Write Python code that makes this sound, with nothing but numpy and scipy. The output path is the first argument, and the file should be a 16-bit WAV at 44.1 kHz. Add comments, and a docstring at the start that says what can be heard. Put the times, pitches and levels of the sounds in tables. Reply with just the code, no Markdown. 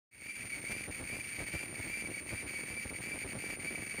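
"""A cicada-like insect drones at a forest edge. Its shrill tone, a phase-modulated carrier, steps down
in pitch and jumps back up about two and a half times a second. A rough whine two octaves below,
a harmonic series under pulsed amplitude modulation, sputters in bursts and at moments rings clear.
A low rattle, a filtered impulse train, swells where the whine falters; dry ticks gather over
the faint broadband noise of forest air."""
import sys
import numpy as np
from scipy import signal
from scipy.fft import rfft, irfft
from scipy.io import wavfile
from scipy.ndimage import uniform_filter1d

SR = 44100
rng = np.random.default_rng(int(sys.argv[2]) if len(sys.argv) > 2 else 0)


def generate_wav(sig):
    """Save sig (samples, or channels by samples) to the path in sys.argv[1] as 16-bit PCM at SR."""
    pcm = np.round(np.clip(np.atleast_2d(sig).T, -1, 1) * 32767).astype(np.int16)
    wavfile.write(sys.argv[1], SR, pcm)


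N = 176400
T = np.arange(N) / SR


# Phrases of three falling notes: first onset t/s, second t/s, third t/s, top f/Hz, bottom f/Hz
SONG = [(.26, .37, .53, 9390, 8980), (.68, .81, .94, 9420, 9010), (1.12, 1.22, 1.38, 9415, 9040),
        (1.52, 1.65, 1.77, 9400, 9020), (1.92, 2.03, 2.14, 9360, 9040), (2.3, 2.42, 2.52, 9345, 9070),
        (2.68, 2.81, 2.94, 9330, 9060), (3.04, 3.17, 3.28, 9340, 9070), (3.41, 3.52, 3.58, 9275, 9110),
        (3.66, 3.75, 3.82, 9260, 9130)]
def song_phase():
    """Phase is the integral of frequency: sagging notes, divided by four to give the whine's phase."""
    opening_hz, middle_hz, sag_hz_per_s, hesitation_s = 9008, 9165, 252, .014
    notes = [(0, opening_hz)]
    for first, second, third, top_hz, bottom_hz in SONG:
        notes += [(first, top_hz), (second, middle_hz), (third, bottom_hz)]
    starts, hz = np.transpose(notes)
    middles = (starts + np.r_[starts[1:], N / SR]) / 2
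    wavering_time = abs(T + hesitation_s * wander(hz=68))  # pitch flickers at each change of note
    note = np.searchsorted(starts, wavering_time, "right") - 1
    pitch = hz[note] - sag_hz_per_s * (T - middles[note]) + 14 * wander(hz=55.6)
    return 2 * np.pi * np.cumsum(pitch) / SR / 4


def phrase_accents(delay_s, width_s):
    """A Gaussian envelope marks each upward jump of the song."""
    return sum(np.exp(-((T - onset - delay_s) / width_s) ** 2) for onset, *_ in SONG)


def shrill_tone(phase, envelope, rattling):
    """Phase modulation spreads the fourth harmonic into sidebands: it shakes and slips in the bursts."""
    slip_rad, slip_s = 0.82, 0.0036
    strain = (1 + 1.4 * phrase_accents(delay_s=0, width_s=0.022)) * amp(6.5 * np.tanh(wander(hz=16)))
    slips_per_s = 220 * envelope * strain
    t = np.arange(0, .01, 1 / SR)
    bump = np.exp(-(2 * (t - t.mean()) / slip_s) ** 2)
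    slips = signal.oaconvolve(1. * (rng.random(N) < slips_per_s / SR), bump, "same")
    lag = slip_rad * np.cumsum(slips) / bump.sum()
    lag -= uniform_filter1d(lag, size=900, mode="nearest")  # preserves the mean pitch
    shake = 0.21 * envelope * wander(hz=306) + 0.11 * unit(rattling) - lag
    shake += .8 * uniform_filter1d(envelope, size=800) * wander(hz=45)
    return amp(-51.5) * unit(np.cos(4 * phase + shake) / (1 + 0.2 * slips))


def undertone(phase, envelope, offset_hz=298):
    """Beating: a weaker tone comes and goes just below the shrill one and interferes with it."""
    flicker = amp(15 * np.tanh(wander(hz=13)))
    tone = np.cos(4 * phase - 2 * np.pi * offset_hz * T + .9 * wander(hz=50))
    return amp(-60) * unit(np.sqrt(envelope) * flicker * tone)


# Falters: centre t/s, duration/s, nominal rise of the rattle/dB, nominal drop of the whine/dB
FALTER_EVENTS = [(.335, 0.042, -23, 4), (0.454, 0.015, 3.5, -2), (0.49, .02, -2.5, 4),
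                 (0.577, 0.046, 3.5, 1), (0.609, 0.0093, 1, 10), (0.717, 0.022, 7.5, -6.5),
                 (.89, 0.03, 8, 36), (1.012, .06, 6, 5.5), (1.14, 0.045, 6, 0.5), (1.417, 0.066, 7, -0.5),
                 (1.447, 0.04, -2.5, 2.5), (1.55, 0.038, 9.5, -1), (1.705, 0.067, 1.5, 7.5),
                 (1.797, 0.012, 7, -1), (1.87, 0.06, 4.5, 2.5), (2.092, 0.019, 6, 14),
                 (2.236, 0.065, 0.5, 9.5), (2.329, 0.041, 8.5, 2), (2.455, 0.04, 4.5, 12.5),
                 (2.638, 0.036, -1, 5.5), (2.719, 0.034, 4.5, 4), (2.857, 0.013, 10, 13),
                 (2.926, 0.041, 3.5, 13), (3., 0.017, 4, 9), (3.08, 0.02, 4.5, 6), (3.15, 0.039, 5.5, 3.5),
                 (3.263, .04, 6, 10.5), (3.36, 0.043, 7, 12), (3.5, 0.027, 7, -3), (3.578, .05, 1.5, 10.5),
                 (3.795, 0.029, 4.5, 5)]
def faltering():
    """Levels in decibels add: bell-shaped changes combine into gains for the rattle and the whine."""
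    rise_db, drop_db = np.zeros((2, N))
    for centre, duration, up_db, down_db in FALTER_EVENTS:
        bell = np.exp(-abs(2 * (T - centre) / duration) ** 3)
        rise_db += up_db * bell
        drop_db += down_db * bell
    return amp(rise_db), amp(-drop_db)


def sputter(burst, strength, pulses_per_s=300, depth=0.82, ceiling=2.98):
    """Amplitude modulation of the whine: uneven pulses swell on each top note and saturate softly."""
    cycles = np.cumsum(pulses_per_s * (1 + .3 * wander(hz=117.5))) / SR
    pulses = np.maximum(1 + depth * np.cos(2 * np.pi * cycles), 0)
    swell = phrase_accents(delay_s=0.031, width_s=0.043)
    drive = amp(5 * burst + 3.5 * wander(hz=34.5) + 4 * swell)
    return unit(np.tanh(drive * pulses * np.sqrt(strength) / ceiling) * np.sqrt(strength))


# Partials of the whine: harmonic number, level/dB, scale of the phase noise/rad
WHINE_HARMONICS = [(1, -47.5, 0.59), (2, -62, 0.6), (3, -67, 0.41), (5, -71, .8), (6, -76, 1),
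                   (7, -58, 0.66)]
def whine(phase, envelope):
    """A harmonic series whose spectral lines are broadened by partly shared phase noise."""
    shared_shake = wander(hz=107)
    tones = np.zeros(N)
    for harmonic, db, blur in WHINE_HARMONICS:
        shake = blur * (shared_shake + .5 * wander(hz=280))
        tones += amp(db) * unit(envelope * np.cos(round(harmonic) * phase + shake))
    return tones


# Moments when the whine rings clear: centre t/s, duration/s, peak level/dB
CLEAR_MOMENTS = [(0.302, 0.046, -41), (0.532, 0.017, -37.5), (.672, 0.013, -40), (0.722, 0.074, -48),
                 (1.12, .04, -42.5), (1.212, 0.0088, -38.5), (1.566, .016, -42), (1.944, 0.043, -40),
                 (2.016, 0.0092, -42), (2.06, 0.014, -38.5), (2.147, 0.015, -38.5), (2.18, 0.0053, -36.5),
                 (2.388, .03, -42.5), (2.564, 0.019, -37), (2.782, 0.033, -39.5), (3.127, 0.019, -37.5),
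                 (3.238, 0.0057, -37.5), (3.46, 0.036, -44), (3.684, 0.027, -37), (3.757, 0.0059, -35),
                 (3.913, 0.011, -42), (3.981, 0.011, -39)]
def clear_rings(phase):
    """Gating of a fundamental and its octave; returns the sound and how far the gates are open (0-1)."""
    envelope, openness = np.zeros((2, N))
    for centre, duration, db in CLEAR_MOMENTS:
        gate = np.exp(-(2 * (T - centre) / duration) ** 4)
        envelope += amp(db) * gate
        openness += gate
    tone = np.cos(phase) + amp(-17.5) * np.cos(2 * phase)
    return envelope * tone, np.minimum(openness, 1)


# Spectral density of the rasp: f/Hz, relative level/dB
RASP_SPECTRUM = [(900, -28.5), (1500, -10), (1950, -4.5), (2280, 2.5), (2650, -10), (3300, -15.5),
                 (4100, -20.5), (4550, -11.5), (5400, -22.5), (6500, -14.5), (7600, -29.5), (8400, -11.5),
                 (8800, -4), (9500, -19), (10500, -26), (15500, -20.5)]
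def rasp(envelope, strength):
    """Source and filter: noise follows the bursts of the whine and is shaped into spectral peaks."""
    noise = rng.standard_normal(N) * envelope ** 0.33 * strength ** 0.88
    return amp(-50) * unit(colour(noise, RASP_SPECTRUM))


# Spectral densities of the dull rattle and of its hollow knock: f/Hz, relative level/dB
RATTLE_SPECTRUM = [(20, -47), (45, 0), (110, 6), (160, -2.5), (310, -1), (450, -6), (650, -7.5),
                   (1000, -13), (1600, -11.5), (2800, -19.5), (4200, -24), (15000, -47)]
KNOCK_SPECTRUM = [(20, -37), (100, -23.5), (200, -1), (310, 9.5), (420, -5.5), (620, -7.5), (1000, -30),
                  (3000, -36), (15000, -73)]
def rattle(burst, rise, strength, hits_per_s=280):
    """Impulse excitation: uneven hits rattle between bursts and sound a hollow resonance in falters."""
    cycles = np.cumsum(hits_per_s * np.exp(.4 * wander(hz=198.5))) / SR
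    hits = np.diff(np.floor(cycles), prepend=0) * rng.choice([-1, 1], N)
    hits *= amp(4.5 * rng.uniform(-0.66, 1, N) - 2.65 * np.tanh(burst))
    dull = colour(hits * rise ** 2.3, RATTLE_SPECTRUM) / np.std(colour(hits, RATTLE_SPECTRUM))
    knock = colour(hits * rise * (1 - strength), KNOCK_SPECTRUM) / np.std(colour(hits, KNOCK_SPECTRUM))
    ceiling = amp(-36.5)
    return ceiling * np.tanh(amp(-57) * (dull + knock) / ceiling)


# Spectral density of a dry, low tick: f/Hz, relative level/dB
TICK_SPECTRUM = [(20, -37), (70, -7), (130, 2), (200, -2.5), (300, 1.5), (540, -5), (800, -11.5),
                 (1300, -18.5), (2500, -25), (5000, -45), (15000, -66)]
def ticks(growth_per_s2=18):
    """A Poisson process: independent ticks arrive at a rate that grows linearly with time."""
    hits = (rng.random(N) < growth_per_s2 * T / SR) * rng.choice([-1, 1], N)
    gains = amp(2.5 * rng.uniform(-1.1, 1, N))
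    return amp(-55) * unit(colour(hits * gains, TICK_SPECTRUM))


# Spectral density of the forest air: f/Hz, relative level/dB
AIR_SPECTRUM = [(20, -28), (50, -15), (115, -10), (200, 9), (600, -10), (1200, -15), (2400, -10),
                (3700, -22), (6500, -20), (7600, -22), (9100, -13), (10500, -22), (12700, -24),
                (14500, -20), (15400, -15)]
def forest_air():
    """Stationary Gaussian noise, filtered to a faint, low wash."""
    return amp(-58) * unit(colour(rng.standard_normal(N), AIR_SPECTRUM))


def amp(db):
    """Amplitude ratio of a level in decibels."""
    return 10 ** (np.asarray(db) / 20)


def unit(x):
    """Normalisation to rms 1."""
    return x / np.sqrt(np.mean(abs(x) ** 2) + 1e-20)


def wander(hz):
    """Low-pass noise: random motion of rms 1, up to about hz."""
    f = np.fft.rfftfreq(N, 1 / SR)
    return unit(irfft(rfft(rng.standard_normal(N)) / (1 + (f / hz) ** 2), N))


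def colour(x, spectrum):
    """Causal filtering: the phase response follows from the log gain by the Hilbert transform."""
    hz, db = np.transpose(spectrum)
    f = abs(np.fft.fftfreq(4096, 1 / SR))
    log_gain = np.log(amp(np.interp(np.log(f + 1), np.log(hz), db)))
    taps = np.fft.ifft(np.exp(signal.hilbert(log_gain).conj())).real
    return signal.oaconvolve(x, taps[:len(taps) // 2])[:N]


def scene():
    """Superposition: the insect's tones, locked to one phase, add to its rattle, the ticks and the air."""
    phase, burst = song_phase(), wander(hz=138)
    rise, strength = faltering()
    envelope = sputter(burst, strength)
    rattling = rattle(burst, rise, strength)
    rings, clarity = clear_rings(phase)
    rough = whine(phase, envelope * (1 - 0.41 * clarity)) + rasp(envelope, strength)
    air = forest_air()
    shrill = shrill_tone(phase, envelope, rattling) + undertone(phase, envelope)
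    return (shrill + rough + rings + rattling + ticks() + air)[None]


# Opening fade: t/s, level/dB
FADE_IN = [(.105, -85), (.114, -27), (.145, -11), (.2, -9), (.27, -3.5), (.42, 1)]
def record(dry, cutoff_hz=15550):
    """A gain envelope fades the sound in; a low-pass filter limits its bandwidth."""
    faded = dry * amp(np.interp(T, *np.transpose(FADE_IN)))
    lowpass = signal.firwin(1023, cutoff_hz, window=("kaiser", 9), fs=SR)
    return signal.oaconvolve(faded, lowpass[None], "same")


dry = scene()
out = record(dry)
generate_wav(out)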